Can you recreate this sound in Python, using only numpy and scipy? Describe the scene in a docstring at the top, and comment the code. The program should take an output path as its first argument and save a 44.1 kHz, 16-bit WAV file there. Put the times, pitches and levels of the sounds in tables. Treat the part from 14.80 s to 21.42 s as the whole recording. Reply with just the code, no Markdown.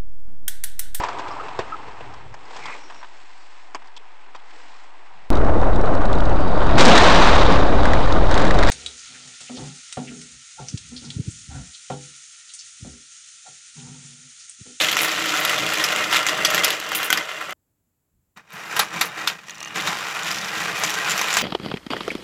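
"""Small steel marbles roll and clatter through a hollow printed-plastic marble run on a table, close to a
phone. Ridge bumps and knocks drive the shell's damped modes; bare contact is shaped noise; the table top
thrums. Two scenes follow one another. In the first the run is heard from the side, until the sound stops
abruptly. The scene changes: after a quiet moment with only hum and hiss, a hand turns the crank and marbles
roll, heard from above: the same modes at other levels."""
import sys
import numpy as np
from scipy import signal
from scipy.fft import rfft, irfft, next_fast_len
from scipy.io import wavfile
from scipy.ndimage import uniform_filter1d

SR = 44100
rng = np.random.default_rng(int(sys.argv[2]) if len(sys.argv) > 2 else 0)


def generate_wav(signal):
    """Clip the signal to [-1, 1] and save it as 16-bit WAV at the path in sys.argv[1]."""
    frames = np.transpose(np.atleast_2d(signal))
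    scaled = np.clip(frames, -1, 1) * 32767
    pcm = np.round(scaled).astype(np.int16)
    wavfile.write(sys.argv[1], SR, pcm)


def attenuation_scalar(level_db):
    """Turn a level in dB into a linear amplitude multiplier (20 dB per decade)."""
    decades = np.asarray(level_db, float) / 20
    return 10 ** decades


N = 291942
TIME = np.arange(N) / SR
SIDE_END_S, TOP_START_S = 2.733, 3.559


def level(x, rms_db):
    """Scale to an rms level."""
    return x * attenuation_scalar(rms_db) / np.sqrt(np.mean(x ** 2))


def colour(x, points):
    """Shape the spectrum by (Hz, dB) points on a log-frequency axis."""
    hz, db = np.transpose(points)
    size = next_fast_len(len(x))
    log_hz = np.log(np.fft.rfftfreq(size, 1 / SR) + 1)
    gain = attenuation_scalar(np.interp(log_hz, np.log(hz), db))
    return irfft(rfft(x, size) * gain, size)[:len(x)]


def butter(x, order, hz, kind):
    """Butterworth filter."""
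    return signal.sosfilt(signal.butter(order, hz, kind, fs=SR, output="sos"), x)


def ring(x, hz, t60_s):
    """One damped mode: a two-pole resonator."""
    radius = np.exp(-np.log(1000) / (t60_s * SR))
    angle = 2 * np.pi * hz / SR
    drive = radius * np.sin(angle) * (1 - radius) ** 0.5
    return signal.lfilter([0, drive], [1, -2 * radius * np.cos(angle), radius ** 2], x)


def fade_out(x, decay_s):
    """Each input value starts an exponential decay."""
    return signal.lfilter([1], [1, -np.exp(-1 / (decay_s * SR))], x)


def walk(rate_hz):
    """Random levels held 1 / rate_hz s and slewed twice; spread near 1."""
    hold = int(SR / rate_hz)
    steps = np.repeat(rng.standard_normal(N // hold + 1), hold)
    return np.sqrt(2) * uniform_filter1d(uniform_filter1d(steps, hold), hold)[:N]


def bumps(rate_hz, scatter_db):
    """Random tiny impacts of either sign; a few are much harder than the rest."""
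    when, sign, size = rng.random((3, N))
    hardness = attenuation_scalar(-scatter_db * np.log(size + 0.012))  # the offset limits the hardest
    return (when < rate_hz / SR) * np.sign(sign - 0.5) * hardness


def crackle(rate_hz, scatter_db, smear_s):
    """Envelope of random sharp contacts, each smeared into a short decay of power."""
    return fade_out(bumps(rate_hz, scatter_db) ** 2, smear_s) ** 0.5


def viewpoint(side_db, top_db):
    """Gain from the side, then from above."""
    return attenuation_scalar(np.where(TIME < SIDE_END_S, side_db, top_db))


def ring_time(hz):
    """T60 in seconds: plastic loses the higher modes sooner."""
    t60_1khz_s = 0.038
    return t60_1khz_s * (1000 / hz) ** 0.58


# Modes of the plastic shell. Each row: pitch in Hz, level from the side in dB, level from above in dB.
SHELL_MODES = [(479, -5, -4.5), (641, 2, -37), (773, 1, -33), (846, -17.5, -4), (1068, -6, 1),
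               (1217, -0.5, 1.5), (1358, 8, 5.5), (1465, 6.5, 4), (1606, 4, 6), (1763, 4.5, 4),
               (1902, 8, 8), (2065, 9.5, 4), (2310, -6.5, 5), (2462, 6, 4), (2760, 7, -1), (2990, 3.5, -4),
               (3290, -2.5, -14), (3690, -29, -1.5), (4460, -10, -7), (5020, -8.5, -5), (5630, -7, -3),
               (6130, -8.5, -10.5), (7000, -15, -9), (7400, -11, -21.5)]


def shell_rumble(judder):
    """Ridge bumps drive the shell modes; the spots struck change, favouring other modes."""
    ridges = bumps(rate_hz=1500, scatter_db=1.5) * judder
    shell = 0
    for hz, side_db, top_db in SHELL_MODES:
        spot = attenuation_scalar(2.5 * walk(200) + 1.1 * walk(9))
        shell = shell + viewpoint(side_db, top_db) * ring(ridges * spot, hz, ring_time(hz))
    return butter(shell, 4, 427, "high")  # the shell rumble carries nothing below about 430 Hz


PING_HZ = (3700, 4800, 5900, 6800, 10270, 12960)


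def pings():
    """Sparse hard ticks on a ridge, each with a brief pitch of its own."""
    rate_hz, t60_s = 43, 0.0041  # rate at each pitch
    total = 0
    for hz in PING_HZ:
        hits = bumps(rate_hz, scatter_db=3.0)
        total = total + level(ring(ring(hits, hz, t60_s), hz, t60_s / 2), 0)
    return total


# Spectrum of bare contact. Each row: frequency in Hz, relative density in dB.
CONTACT_SPECTRUM = [(300, -46.5), (1500, -6.5), (2500, -1), (3400, -4), (4400, -8), (7500, -11),
                    (8400, -21), (12000, -21), (15300, -24.5), (15800, -51)]


def contact_grit(judder):
    """Sharp contacts smear into noisy crackle over a steady hiss; lone pings stand out."""
    contacts = level(crackle(rate_hz=610, scatter_db=3.5, smear_s=0.0011), 0)
    noise = (contacts + attenuation_scalar(-14)) * judder * rng.standard_normal(N)
    grit = level(colour(noise, CONTACT_SPECTRUM), 0)
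    return grit + level(colour(pings(), CONTACT_SPECTRUM), -12)


# Modes of the table top. Each row: pitch in Hz, width in Hz, level from the side in dB, from above in dB.
TABLE_MODES = [(140, 150, -6.5, -18), (178.9, 44.5, 4.5, 12), (206, 19, -7, -0.5), (315.5, 8.7, 9, 7.5),
               (402, 27, -13.5, -11.5)]


def table_thrum():
    """Uneven noise pushes on the damped low modes of the table top."""
    push = rng.standard_normal(N) * attenuation_scalar(1.5 * walk(25))
    thrum = 0
    for hz, width_hz, side_db, top_db in TABLE_MODES:
        t60_s = 1.4 / max(width_hz, 22)
        mode = ring(ring(push, hz, t60_s), hz, t60_s) / t60_s ** 0.5
        thrum = thrum + viewpoint(side_db, top_db) * attenuation_scalar(1.5 * walk(6.9)) * mode
    return thrum


# Rolling, side then above. Each row: time in seconds, rumble in dB, grit over rumble in dB.
ROLLING_LEVELS = [(0.0, -25, 6.5), (0.13, -27.5, -3), (0.3, -25, -0.5), (0.5, -26.5, 1.5),
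                  (0.75, -25, -1.5), (1.04, -25, -2), (1.29, -26.5, -4.5), (1.35, -23.5, -1),
                  (1.42, -26, -7.5), (1.5, -24.5, -9.5), (1.78, -23.5, 0), (2.06, -32, -5.5),
                  (2.18, -27.5, -2.5), (2.3, -31.5, -6.5), (2.38, -26, -10.5), (2.47, -34.5, -4),
                  (2.72, -34, -12), (3.578, -39.5, -11.5), (3.63, -60, -22), (3.69, -59, -30),
                  (4.3, -36, -17), (4.6, -45, -6), (4.76, -46.5, -0.5), (4.94, -39, -8), (4.961, -24.5, -5),
                  (5.04, -27.5, -6.5), (5.09, -22, -7.5), (5.17, -28, -5.5), (5.38, -29.5, -6),
                  (5.46, -26.5, -2), (5.58, -31, -3), (5.72, -31, -3), (5.78, -27, -1.5), (5.9, -26, -7.5),
                  (6.0, -27, -4.5), (6.2, -26, -5), (6.45, -25.5, -4), (6.61, -23, 0)]
# Pushes on the crank. Each row: start in seconds, end in seconds, rumble in dB.
CRANK_PUSHES = [(3.74, 3.935, -36), (3.968, 4.028, -25), (4.145, 4.253, -27.5), (4.379, 4.517, -29.5)]
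# Table thrum of the rolling. Each row: time in seconds, level over rumble in dB.
THRUM_LEVELS = [(0, -11.5), (1.9, -11.5), (2.3, -13.5), (2.34, -3), (2.43, -16), (2.7, -14), (3.62, -11.5),
                (3.74, -12), (4.55, -14.5), (4.9, -8.5), (5.1, -16.5), (5.3, -19.5), (5.5, -15), (6.1, -16),
                (6.6, -21)]


def motion():
    """Gains of rumble, grit and thrum: rolling, crank pushes and the stir after knocks add as power."""
    s, rumble_db, grit_db = np.transpose(ROLLING_LEVELS)
    roll = attenuation_scalar(np.interp(TIME, s, rumble_db))
    roll_grit = roll * attenuation_scalar(np.interp(TIME, s, grit_db))
    roll_thrum = roll * attenuation_scalar(np.interp(TIME, *np.transpose(THRUM_LEVELS)))

    rise_db_per_s, fall_db_per_s = 308, 330
    push = 0
    for start_s, end_s, db in CRANK_PUSHES:
        rise_db = rise_db_per_s * np.maximum(start_s - TIME, 0)
        fall_db = fall_db_per_s * np.maximum(TIME - end_s, 0)
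        push = push + attenuation_scalar(db - rise_db - fall_db)

    # a knock shakes up loose marbles and the table for a moment
    hits = np.zeros(N)
    for row in KNOCKS + TUMBLES:
        hits[int(row[0] * SR)] = attenuation_scalar(row[1])
    stir = fade_out(hits, 0.037)

    rumble = np.hypot(roll, push)
    grit = np.hypot(np.hypot(roll_grit, push * attenuation_scalar(-9.5)), stir * attenuation_scalar(-23))
    thrum = np.hypot(np.hypot(roll_thrum, push * attenuation_scalar(-16)), stir * attenuation_scalar(-35.5))
    # no rolling in the quiet moment
    stopping = np.clip((SIDE_END_S - TIME) / 0.0012, 0, 1)
    restarting = np.clip((TIME - TOP_START_S) / 0.017, 0, 1)
    moving = stopping + restarting
    return rumble * moving, grit * moving, thrum * moving


def rolling():
    """Marbles rolling over print ridges: shell rumble, contact grit and table thrum follow the motion."""
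    judder = attenuation_scalar(0.8 * walk(35))
    layers = shell_rumble(judder), contact_grit(judder), table_thrum()
    return sum(level(x, 0) * gain for x, gain in zip(layers, motion()))


def clatter(rows, rattle_0db_s, shorter_per_db):
    """A short rattle of contacts drives the shell modes, most near the spot's pitch, plus a crack and steel."""
    out, t = np.zeros(N + SR), np.arange(SR // 10) / SR
    hz, side_db, top_db = np.transpose(SHELL_MODES)
    decays = np.exp(-np.log(1000) * t / ring_time(hz)[:, None]) * np.sin(2 * np.pi * hz[:, None] * t)
    chance = rng.standard_normal((len(rows), 3, len(t)))
    for (s, clack_db, spot_hz, ring_db, tick_db), (contact_noise, crack_noise, vary) in zip(rows, chance):
        rattle_s = rattle_0db_s * attenuation_scalar(shorter_per_db * clack_db)
        contact = contact_noise * np.minimum(t / (0.68 * rattle_s), 1) * np.exp(-t / rattle_s)
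        contact = butter(contact, 2, 738, "high")  # a short blow hardly moves the lowest modes

        near_db = 12.0 * np.exp(-(np.log(hz / spot_hz) / 0.11) ** 2) + 2.5 * vary[:len(hz)]
        mode_db = (side_db if s < SIDE_END_S else top_db) + near_db
        modes = attenuation_scalar(mode_db)[:, None] * decays
        split_hz = spot_hz / 1.3  # modes below are the shell ring
        low = signal.fftconvolve(contact, modes[hz < split_hz].sum(axis=0))[:len(t)]
        upper = signal.fftconvolve(contact, modes[hz > split_hz].sum(axis=0))[:len(t)]

        # the crack starts fast, then a tail nearly as strong swells and dies more slowly
        burst = np.minimum(t / max(0.0007, rattle_s / 2), 1) * np.exp(-t / (2 * rattle_s))
        tail = attenuation_scalar(-0.5) * np.minimum(t / 0.0073, 1) * np.exp(-t / min(9 * rattle_s, 0.014))
        spot = [(spot_hz / 1.1, 0), (spot_hz, 9.0), (spot_hz * 1.6, 0)]
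        crack = colour(colour(crack_noise * (burst + tail), CONTACT_SPECTRUM), spot)
        tick = butter(crack, 4, 8300, "high")
        # steel on steel sings on a while near 12 kHz
        steel_hz = 11600 + 900 * np.tanh(vary[-1])
        steel = ring(crack_noise * (burst + 0.45 * tail), steel_hz, 0.0058)

        layers = [(upper, -2.5),
                  (crack - tick, -0.5 + 0.37 * clack_db),  # softer knocks ring more than they crack
                  (low, ring_db + 2.5),
                  (tick * np.exp(-t / 0.0072), tick_db + 9.0),
                  (steel, tick_db)]
        start = int(s * SR)
        out[start:start + len(t)] += sum(x * attenuation_scalar(clack_db + db) / np.abs(x).max() for x, db in layers)
    return out[:N] * ((TIME < SIDE_END_S) | (TIME > TOP_START_S))


# Knocks. Each row: start in seconds, strength in dB, struck spot's loudest pitch in Hz,
# shell ring trim in dB, steel tick trim in dB.
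KNOCKS = [(0.011, -6.5, 3070, -10, -26.5), (0.0382, -10.5, 3130, -16, -13),
          (0.0862, -9.5, 3160, -5.5, -31.5), (0.116, -12.5, 3260, -16.5, -9),
          (0.1273, -11.5, 4150, -5.5, -12), (0.1679, -11, 5650, 3.5, -9.5), (0.189, -8.5, 3070, -29.5, -35),
          (0.218, -17.5, 3160, -18, -4), (0.232, -13.5, 3100, -3, -7), (0.246, -12.5, 3100, -5, -8),
          (0.4576, -15, 3130, 1, -10), (0.572, -14, 4670, -14, -13), (0.6496, -8.5, 3600, -6.5, -9),
          (0.697, -11.5, 3130, -19, -14), (0.782, -11.5, 3200, -3, -20), (0.8644, -13, 3505, -4, -17),
          (0.9358, -13.5, 3375, -20.5, -9), (0.998, -10.5, 3443, -18, -19), (1.039, -5.5, 5030, -6, -13.5),
          (1.1264, -12, 3180, -15, -18), (1.1615, -13, 7400, 1, -20), (1.2392, -12.5, 3290, -4, -18),
          (1.3241, -13, 2680, -3, -13), (1.3274, -6.5, 3114, -4.5, -18), (1.3445, -8, 3580, -4, -25),
          (1.3594, -7.5, 3500, -12.5, -25.5), (1.428, -16.5, 5600, -13, -22), (1.4654, -8, 6300, -2.5, -20),
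          (1.486, -8.5, 3380, -9, -23), (1.4929, -11.5, 5270, -4.5, -20), (1.6509, -6, 4460, -16.5, -12),
          (1.703, -14.5, 6200, -4.5, -6), (1.7455, -6.5, 6500, -3, -7.5), (1.779, -12, 3490, 2, -23),
          (1.836, -7, 3360, -14, -21), (1.8446, -7, 4800, -15.5, -6), (1.88, -12.5, 4590, 2, -35),
          (1.904, -10, 3500, -18.5, -9.5), (1.9995, -21, 3350, -7, -4.5), (2.09, -20.5, 6400, -5, -8.5),
          (2.1186, -17.5, 2970, 3, -10), (2.1488, -10.5, 3200, -18.5, -9), (2.202, -18, 2800, 0, -18),
          (2.23, -13, 3240, -0.5, -11), (2.303, -10.5, 5900, -11, -6), (2.3269, -5.5, 3180, -3, -10),
          (2.3739, -10.5, 4700, -3, -12.5), (2.4916, -26.5, 2928, 9, -17), (2.5154, -23.5, 3010, 4, -18),
          (2.566, -21, 2990, -17, -26), (2.6133, -21.5, 2940, 4, -17), (2.625, -21, 2750, 1, -23),
          (2.694, -21, 2800, 1.5, -22), (2.7076, -23.5, 2690, -5, -10), (2.725, -26, 2760, 6.5, -17),
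          (3.5735, -35, 3850, 1.5, -14), (3.7054, -43, 3730, 10.5, -4), (4.4741, -6.5, 4140, -3.5, -17.5),
          (5.433, -17.5, 7000, -10, -27), (5.481, -15, 3400, -8, -21), (5.5132, -14.5, 4840, -12, -16),
          (5.523, -20, 7000, -12, -10), (5.545, -17.5, 5600, -10, -24), (5.57, -22, 5630, -20, -24),
          (5.5847, -14.5, 5330, -20, -31), (5.613, -15.5, 6100, -18, -26), (5.646, -18, 4900, -3, -27),
          (5.753, -19, 3700, -9, -26), (6.036, -8, 6240, -0.5, -47.5), (6.048, -14, 6500, -12, -15),
          (6.063, -14, 6500, -10, -16), (6.103, -13.5, 6000, -5, -13), (6.14, -13, 6000, -10, -17),
          (6.2955, -9.5, 7000, -7, -17), (6.3077, -11.5, 6950, -23, -19), (6.317, -10.5, 6900, -12, -17),
          (6.378, -12, 6900, -10, -12), (6.3928, -15, 5600, 0, -13), (6.4135, -12.5, 6100, -2, -11.5),
          (6.528, -13, 6900, -10, -15), (6.539, -10, 6740, -16, -16.5), (6.569, -6.5, 6300, -3, -43.5),
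          (6.5875, -12, 4000, -12, -24), (6.6114, -14.5, 3150, -2.5, -20)]


def knocks():
    """Marbles knock on walls and on each other; softer knocks rattle more briefly."""
    return clatter(KNOCKS, rattle_0db_s=0.0027, shorter_per_db=0.95)


# Several marbles at once. Each row: start in seconds, strength in dB, struck spot's loudest pitch in Hz,
# shell ring trim in dB, steel tick trim in dB.
TUMBLES = [(3.9628, -13, 3340, -2, -12), (3.991, -8, 4000, -2.5, -8), (4.2094, -6.5, 3970, -1.5, -11),
           (5.07, -12.5, 3630, -4.5, -26)]


def tumbles():
    """Several marbles tumble at once in a longer crunch."""
    return clatter(TUMBLES, rattle_0db_s=0.0069, shorter_per_db=0)


def struck(hits, modes, contact_s, grind=0, stray=0):
    """Brief blows, optionally with a short grind, on one part; each varies the mode levels, stray the pitches."""
    out, t = np.zeros(N + SR), np.arange(SR // 10) / SR
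    chance = rng.standard_normal((len(hits), len(t)))
    for (s, peak_db), vary in zip(hits, chance):
        pulse = (1 + 0.5 * vary) * np.exp(-t / contact_s) * np.cos(2 * np.pi * modes[-1][0] * t)
        blow = pulse + grind * vary * np.exp(-t / 0.0027)
        blow = blow - blow.mean()
        x = 0
        for k, (hz, db, t60_s) in enumerate(modes):
            bent_hz = hz * (1 + stray * vary[-9 - k])
            x = x + attenuation_scalar(db + 2 * vary[-1 - k]) * ring(blow, bent_hz, t60_s) * t60_s ** 0.5
        start = int(s * SR)
        out[start:start + len(t)] += x * attenuation_scalar(peak_db) / np.abs(x).max()
    return out[:N]


# Bounces in the cup. Each row: start in seconds, peak in dB.
CUP_BOUNCES = [(1.6491, 0), (1.6725, -17.5), (1.7035, -17), (1.7455, -15)]
# Modes of the cup. Each row: pitch in Hz, level in dB, T60 in seconds.
CUP_MODES = [(3340, 3.5, 0.024), (4520, -3, 0.025), (5900, -3.5, .025), (7730, -8, 0.041)]


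def cup_drop():
    """A marble drops into a stiff cup and bounces."""
    return struck(CUP_BOUNCES, CUP_MODES, contact_s=0.00004)


# Bounces in the tower. Each row: start in seconds, peak in dB.
TOWER_BOUNCES = [(2.3026, -6), (2.3268, -12), (2.352, -24), (2.3742, -16), (2.394, -21), (2.41, -20)]
# Modes of the tower. Each row: pitch in Hz, level in dB, T60 in seconds.
TOWER_MODES = [(300, -11, 0.06), (1510, 0, 0.099), (2065, 4.5, 0.046), (3220, -5, .04)]


def tower_landing():
    """A marble lands in a hollow tower and bounces."""
    return struck(TOWER_BOUNCES, TOWER_MODES, contact_s=0.00008)


# Taps along the chute. Each row: start in seconds, peak in dB.
CHUTE_TAPS = [(4.6838, -25.5), (4.6965, -22.5), (4.7075, -34), (4.7175, -30), (4.7265, -31), (4.737, -31),
              (4.763, -33), (4.7735, -29), (4.79, -27), (4.805, -33), (4.8144, -19), (4.8285, -25),
              (4.8415, -23), (4.8585, -18.5), (4.8742, -21), (4.8814, -33), (4.897, -29), (4.9066, -22),
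              (4.918, -28), (4.925, -27), (4.932, -28)]
# Modes of the chute. Each row: pitch in Hz, level in dB, T60 in seconds.
CHUTE_MODES = [(1220, -3.5, .018), (1890, -1, 0.017), (2490, -2, 0.011), (2800, -12, 0.1)]


def chute_taps():
    """One marble taps and grinds its way along a hollow chute."""
    return struck(CHUTE_TAPS, CHUTE_MODES, contact_s=0.00008, grind=0.1, stray=0.012)


# Clicks of the lift. Each row: start in seconds, peak in dB.
LIFT_CLICKS = [(4.668, -38), (4.684, -31), (4.696, -23), (4.7068, -23), (4.747, -32), (4.7535, -31),
               (4.7815, -30), (4.8043, -21.5), (4.8285, -19.5), (4.8475, -24), (4.874, -29), (4.8814, -28)]
# Modes of the lift. Each row: pitch in Hz, level in dB, T60 in seconds.
LIFT_MODES = [(4400, -3.5, 0.0055), (6000, 2.5, 0.0065), (7100, -7, 0.005)]


def lift_clicks():
    """Thin bright clicks in the lift as the crank creeps."""
    return struck(LIFT_CLICKS, LIFT_MODES, contact_s=0.00004, grind=0.4, stray=0.041)


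# Marbles jostling in a queue. Each row: start in seconds, decay constant in seconds, level in dB.
QUEUE_JOSTLES = [(0.215, 0.04, -27), (0.598, 0.018, -29), (2.15, 0.024, -21), (2.243, 0.017, -26.5),
                 (3.73, 0.049, -50), (3.85, .06, -53), (4.255, 0.015, -36), (5.99, .03, -40),
                 (6.095, .03, -41), (6.36, 0.024, -40)]


def jostling():
    """Quick thin clicks of steel on steel that fade as the queue settles."""
    clicks = crackle(rate_hz=1700, scatter_db=3.5, smear_s=0.0012) * rng.standard_normal(N)
    thin = level(butter(clicks, 2, (9500, 14500), "band"), 0)
    gain = 0
    for start_s, decay_s, db in QUEUE_JOSTLES:
        since_s = np.maximum(TIME - start_s, 0)
        gain = gain + attenuation_scalar(db) * (TIME > start_s) * np.exp(-since_s / decay_s)
    return thin * gain


# Spectrum of room and microphone. Each row: frequency in Hz, relative density in dB.
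QUIET_SPECTRUM = [(15, -41), (25, -8), (82, 1), (293, -12.5), (416, -19), (3430, -34), (5880, -34),
                  (7510, -23), (9570, -37.5), (10400, -26.5), (16000, -27)]
# The low hum swells once. Each row: time in seconds, gain in dB.
HUM_SWELL = [(2.76, -3), (3.25, -8.5), (3.38, 10), (3.45, -3)]


def quiet():
    """Faint room hum and microphone hiss: shaped noise whose lows follow the swell."""
    noise = level(colour(rng.standard_normal(N), QUIET_SPECTRUM), -71.5)
    hum = butter(noise, 2, 300, "low")
    return noise - hum + hum * attenuation_scalar(np.interp(TIME, *np.transpose(HUM_SWELL)))


def microphone(run):
    """The phone hears little of the run's deep bass and nearly nothing above its top limit."""
    low_hz, top_hz = 105, 15800
    run = butter(run, 2, low_hz, "high")
    return signal.sosfilt(signal.ellip(8, 0.3, 50, top_hz, fs=SR, output="sos"), run)


def scene():
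    """The marble run through the microphone, over the quiet room."""
    run = rolling() + knocks() + tumbles()
    run = run + cup_drop() + tower_landing() + chute_taps() + lift_clicks() + jostling()
    return (microphone(run) + quiet())[None]


def top_cut(x):
    """Nothing passes above the cut-off."""
    return signal.sosfilt(signal.butter(12, 16640, fs=SR, output="sos"), x)


def record(dry):
    """Peaks beyond full scale are clipped."""
    mix = np.clip(dry, -1, 1)
    return top_cut(mix)


dry = scene()
out = record(dry)
generate_wav(out)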